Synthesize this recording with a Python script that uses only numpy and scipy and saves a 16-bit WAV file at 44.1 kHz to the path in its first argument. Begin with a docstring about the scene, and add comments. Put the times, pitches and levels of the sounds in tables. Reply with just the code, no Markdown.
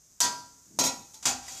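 """A small, hard-walled kitchen, close microphone: a metal lid comes off a softly sizzling pan.
The lid clanks and rings, knocks and scrapes the pan's rim, then lands on other metalware and slides a little.
Clicks of contact force drive three ringing bodies, each made of decaying modes and dense, decaying noise.
Single notes, a skidding rim and dull bumps join them; the sizzle is coloured noise and tiny crackles.
The room adds a short diffuse tail, and the microphone's limiter flattens each attack."""
import sys
import numpy as np
from scipy import signal
from scipy.fft import rfft, irfft
from scipy.io import wavfile
from scipy.ndimage import uniform_filter1d, minimum_filter1d

SR = 44100
rng = np.random.default_rng(int(sys.argv[2]) if len(sys.argv) > 2 else 0)


def unload_audio(sound):
    """Save the sound as a 16-bit wav file, at the path given as the first command line argument."""
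    columns = np.transpose(np.atleast_2d(sound))
    # keep every value between -1 and 1, then stretch to whole-number steps
    steps = np.round(np.clip(columns, -1, 1) * 32767)
    wavfile.write(sys.argv[1], SR, steps.astype(np.int16))


N = 70560
T = np.arange(N) / SR  # time in seconds

# spectrum of the sizzling food over the quiet room: pitch_hz, relative density_db (per Hz)
SIZZLE_SPECTRUM = [(70, -2), (200, -5.5), (450, -14), (1200, -17.5), (3000, -23), (4400, -17), (5500, -7),
                   (6600, -0.5), (8000, -9), (10000, -19.5), (14000, -18)]
HISS_START_DB, CRACKLE_START_DB, SIZZLE_RISE_DB_PER_S = -60.5, -69, 4.5
CRACKLES_PER_S, CRACKLE_SPREAD_DB = 340, 3

# the room's diffuse tail: level, decay by 60 dB, and silence ahead of it
ROOM_DB, ROOM_T60_S, ROOM_GAP_S = -15.5, 0.58, 0.0037

# dull bumps as things are handled: centre_s, half_length_s (down to 1/e), level_db
HANDLING_BUMPS = [(0.761, 0.076, -55.5), (1.011, 0.043, -55)]
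BUMP_HZ = 215

# knocks on held or pressed metal, each one note: start_s, pitch_hz, level_db, t60_s
HELD_KNOCKS = [(0.7888, 936, -10.5, 0.012), (1.141, 870, -59.5, 0.44), (1.143, 3520, -59.5, 0.095),
               (1.482, 1966, -41, 0.049)]

# the rim's skid in the first clank: start_s, length_s, from_hz, to_hz, level_db
RIM_SKID = (0.2035, 0.033, 7500, 4400, -17)
SKID_WIDTH_HZ = 950

# modes of the lid, the pan and the metalware under the lid: pitch_hz, level_db, t60_s
LID_MODES = [(972, -18, .5), (1577, -29, 0.47), (4529, -31, 0.46), (5064, -33, 0.5), (6358, -26.5, 0.34),
             (268.5, -34.4, 0.62), (826, -39, 0.56), (1375, -35.5, 0.62), (1903, -30, 0.29),
             (3284, -31, 0.2), (3542, -36.1, 0.33), (4145, -43, 0.35), (4678, -42.5, 0.42),
             (4942, -37, 0.3), (5658, -34.4, 0.3), (6578, -25.5, 0.16), (7138, -33.4, 0.32)]
PAN_MODES = [(1930, -39.5, 0.32), (3260, -41, 0.3), (4000, -28.5, 0.14), (4086, -26, 0.16),
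             (267.1, -31.5, 0.24), (535, -36.8, 0.31), (968, -29.5, 0.23), (1380, -36.5, 0.35),
             (2299, -41.4, 0.29), (2560, -40.4, 0.3), (2870, -44, 0.35), (5580, -21.4, 0.13),
             (6450, -26.4, 0.17), (6578, -23.1, 0.21)]
WARE_MODES = [(255, -40, 0.5), (715, -30, 0.3), (807, -29.5, 0.42), (63.2, -57, 1.3), (941, -36.1, 0.25),
              (1410, -33, 0.25), (2540, -32.5, 0.24), (3310, -29.5, 0.19), (4840, -34.5, 0.32),
              (6250, -36.1, 0.34), (6585, -26.1, 0.19), (7060, -28.1, 0.23), (7378, -30.1, 0.23)]
# modes split by the uneven metal: spread_hz (the furthest twins lie at twice this), twin_level_db
LID_SPLIT = (9, -21)
PAN_SPLIT = (24, -1)
WARE_SPLIT = (22, -1)
# spectrum of each body's crowd of weaker modes: pitch_hz, relative density_db (per Hz)
LID_CROWD_SPECTRUM = [(50, -24), (100, -0.5), (260, -4), (500, -2.5), (880, 2.8), (1300, -2), (2300, -8.5),
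                      (3400, -4), (4700, -2.9), (6700, 4), (8000, 0.2), (9600, -6.9), (14000, -14.5)]
PAN_CROWD_SPECTRUM = [(35, -24), (70, -15), (230, 2), (450, -1.4), (850, 3), (1600, -13), (3400, -4.5),
                      (5600, 4), (6700, 9), (8000, -2), (9600, -7.5), (14000, -10.6)]
WARE_CROWD_SPECTRUM = [(40, -30), (100, -7), (400, -19), (800, -4), (1300, -5), (1700, -6.5), (3700, -6),
                       (5000, -0.4), (7000, 2.5), (8200, -4.5), (9600, -12), (14000, -21)]
# decay of each crowd: level_db, bass_t60_s, treble_t60_s
LID_CROWD_DECAY = (-19.5, 0.68, 0.17)
PAN_CROWD_DECAY = (-17, 0.35, 0.1)
WARE_CROWD_DECAY = (-19.5, 0.41, 0.21)
BLOOM_S = 0.017  # time constant with which the clear modes build up

# blows: start_s, lid_level_db, pan_level_db, ware_level_db, low_end_db
CONTACT_BLOWS = [(0.2036, 6.5, -38, -77, -13), (0.7887, -35, 4.3, -41, -3.3), (0.838, -22, -6.5, -60, -0.5),
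                 (0.851, -17, -6, -44, -13), (0.865, -26, -11, -15, -4.3), (1.142, -46, -25, -34.5, -12.5),
                 (1.227, -31, -43, -19.5, -5), (1.2548, -17.5, -10.5, 0.65, -2.5),
                 (1.358, -36, -55, -31, -4), (1.481, -54, -30, -22.5, -1.8)]
# scrapes: start_s, length_s, lid_level_db, pan_level_db, ware_level_db, low_end_db
CONTACT_SCRAPES = [(0.211, 0.023, -10, -10, -10, -17), (0.8, 0.023, -26.5, -18.5, -49, 4),
                   (0.822, 0.047, -18, -6, -8, -5), (1.13, 0.013, -59, -35.5, -36, -24),
                   (1.257, 0.066, -20, -12.5, -14, -1.4), (1.374, 0.11, -72, -42.5, -30.5, 7.5),
                   (1.436, 0.16, -48, -18.5, -15, -7.5)]
SLIPS_PER_S, SLIP_SPREAD_DB = 600, 5
LOW_END_HZ = 4250  # corner below which low_end_db acts

# microphone and limiter
CEILING_DB, RELEASE_DB_PER_S, LIMITER_ATTACK_S = -11.5, 294, 0.00035
LOW_CUT_HZ, CUTOFF_HZ = 41, 14350


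def from_db(db):
    """Decibels to gain."""
    return 10 ** (np.asarray(db) / 20)


def rms_one(x):
    """Scale to unit power."""
    return x / np.sqrt(np.mean(x ** 2) + 1e-20)


def convolve(x, response):
    """Pass a signal through an impulse response."""
    return signal.fftconvolve(x, response)[:N]


def filtered(x, order, hz, kind="low"):
    """Butterworth filter."""
    return signal.sosfilt(signal.butter(order, hz, kind, fs=SR, output="sos"), x)


def swell(along):
    """Rise and fall of a rubbing contact as it goes from 0 to 1."""
    return np.sqrt(np.abs(np.sin(np.pi * along)))


def colour(x, spectrum):
    """Give a signal a spectrum, at unit power."""
    hz, db = np.transpose(spectrum)
    bins = np.maximum(np.arange(N // 2 + 1) * SR / N, 1)
    gain = from_db(np.interp(np.log(bins), np.log(hz), db))
    return rms_one(irfft(rfft(x) * gain, N))


def clicks(rate, spread_db):
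    """Randomly timed clicks of uneven size and sign."""
    sizes = from_db(spread_db * np.minimum(rng.exponential(1, N), 4))
    return (rng.random(N) < rate / SR) * sizes * rng.choice([-1, 1], N)


def sizzle():
    """Faint hiss with tiny crackles of the same colour, rising steadily in level."""
    hiss = from_db(HISS_START_DB) * colour(rng.standard_normal(N), SIZZLE_SPECTRUM)
    pops = clicks(CRACKLES_PER_S, CRACKLE_SPREAD_DB)
    crackle = from_db(CRACKLE_START_DB) * colour(pops, SIZZLE_SPECTRUM)
    return (hiss + crackle) * from_db(SIZZLE_RISE_DB_PER_S * T)


def kitchen(x):
    """The short diffuse tail of a small hard room: decaying noise after a brief gap."""
    tail = rng.standard_normal(N) * from_db(-60 * T / ROOM_T60_S) * (T > ROOM_GAP_S)
    return from_db(ROOM_DB) * convolve(x, rms_one(tail) / np.sqrt(N))


def handling():
    """Soft low bumps as things are moved: band-limited noise that swells and fades."""
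    rumble = filtered(rng.standard_normal(N), 2, [BUMP_HZ * 0.59, BUMP_HZ * 1.3], "band")
    level = sum(from_db(db) * np.exp(-((T - centre) / half) ** 2) for centre, half, db in HANDLING_BUMPS)
    return rms_one(rumble) * level


def knocks():
    """Where the metal is held or pressed, a knock gives one decaying note."""
    out = np.zeros(N)
    for start, hz, db, t60 in HELD_KNOCKS:
        age = np.maximum(T - start, 0)
        out += from_db(db - 60 * age / t60) * np.sin(2 * np.pi * hz * age)
    return out


def zing():
    """Rim skids along rim: a narrow band of friction noise that falls as the skid slows."""
    start, length, from_hz, to_hz, db = RIM_SKID
    along = np.clip((T - start) / length, 0, 1)
    grain = filtered(rng.standard_normal((2, N)), 2, SKID_WIDTH_HZ / 2)
    phase = 2 * np.pi * np.cumsum(from_hz + (to_hz - from_hz) * along) / SR
    band = rms_one(grain[0] * np.cos(phase) + grain[1] * np.sin(phase))
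    return from_db(db) * band * swell(along)


def contacts():
    """Force on lid, pan and metalware: one click a blow, a swell of tiny slips a scrape."""
    touches = []
    for start, *levels in CONTACT_BLOWS:
        touches.append((1.0 * (np.arange(N) == int(start * SR)), levels))
    for start, length, *levels in CONTACT_SCRAPES:
        along = np.clip((T - start) / length, 0, 1)
        slips = clicks(SLIPS_PER_S, SLIP_SPREAD_DB) * swell(along)
        touches.append((rms_one(slips) / np.sqrt(N), levels))  # same energy as one click
    force = np.zeros((3, N))
    for touch, (lid_db, pan_db, ware_db, low_db) in touches:
        # each contact has its own share of bass, thinner or fuller
        lows = filtered(touch + 1e-18, 1, LOW_END_HZ)
        shaped = touch + (from_db(low_db) - 1) * lows
        force += np.outer(from_db([lid_db, pan_db, ware_db]), shaped)
    return force


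def body(modes, split, crowd, decay):
    """A metal body's answer to a tap: clear modes with close twins, and a dense crowd whose treble dies first."""
    spread_hz, twin_db = split
    crowd_db, bass_t60, treble_t60 = decay
    out = np.zeros(N)
    for hz, db, t60 in modes:
        twins = np.zeros(N)
        for offset, turn in rng.uniform(-2, 2, size=(7, 2)):
            twin_hz = hz + spread_hz * offset * min(1, hz / 1000)  # low modes split less
            twins += np.sin(2 * np.pi * (twin_hz * T + turn)) / np.sqrt(7)
        ring = np.sin(2 * np.pi * hz * T) + from_db(twin_db) * twins
        out += from_db(db - 60 * T / t60) * ring
    out *= 1 - np.exp(-T / BLOOM_S)
    dense = rfft(colour(rng.standard_normal(N), crowd))
    bins = np.arange(len(dense)) * SR / N
    edges = [0, 350, 700, 1400, 2800, 5000, 8000, SR]  # Hz, bands that decay separately
    t60s = np.geomspace(bass_t60, treble_t60, len(edges) - 1)
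    for low, high, t60 in zip(edges, edges[1:], t60s):
        band = irfft(dense * ((bins >= low) & (bins < high)), N)
        out += band * from_db(crowd_db - 60 * T / t60)
    return out


def metal():
    """Each body rings with the force that reaches it."""
    on_lid, on_pan, on_ware = contacts()
    lid = convolve(on_lid, body(LID_MODES, LID_SPLIT, LID_CROWD_SPECTRUM, LID_CROWD_DECAY))
    pan = convolve(on_pan, body(PAN_MODES, PAN_SPLIT, PAN_CROWD_SPECTRUM, PAN_CROWD_DECAY))
    ware = convolve(on_ware, body(WARE_MODES, WARE_SPLIT, WARE_CROWD_SPECTRUM, WARE_CROWD_DECAY))
    return lid + pan + ware


def scene():
    """Clanks and their room over the sizzle and the handling bumps."""
    clanks = metal() + knocks() + zing()
    return (sizzle() + handling() + kitchen(clanks) + clanks)[None]


def record(dry):
    """A fast limiter holds the peaks down and recovers steadily; the deep bass and the top are cut."""
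    dry = filtered(dry, 2, LOW_CUT_HZ, "high")
    over_db = np.maximum(20 * np.log10(np.abs(dry) + 1e-9) - CEILING_DB, 0)
    # each peak's reduction recovers along a straight line in dB
    recovery_db = RELEASE_DB_PER_S * T
    held_db = np.maximum.accumulate(over_db + recovery_db, axis=-1) - recovery_db
    # the gain starts down just ahead of a peak
    width = max(int(LIMITER_ATTACK_S * SR), 1)
    gain_db = uniform_filter1d(minimum_filter1d(-held_db, 2 * width), width)
    top_cut = signal.ellip(10, .2, 70, CUTOFF_HZ, fs=SR, output="sos")
    return signal.sosfilt(top_cut, dry * from_db(gain_db))


dry = scene()
out = record(dry)
unload_audio(out)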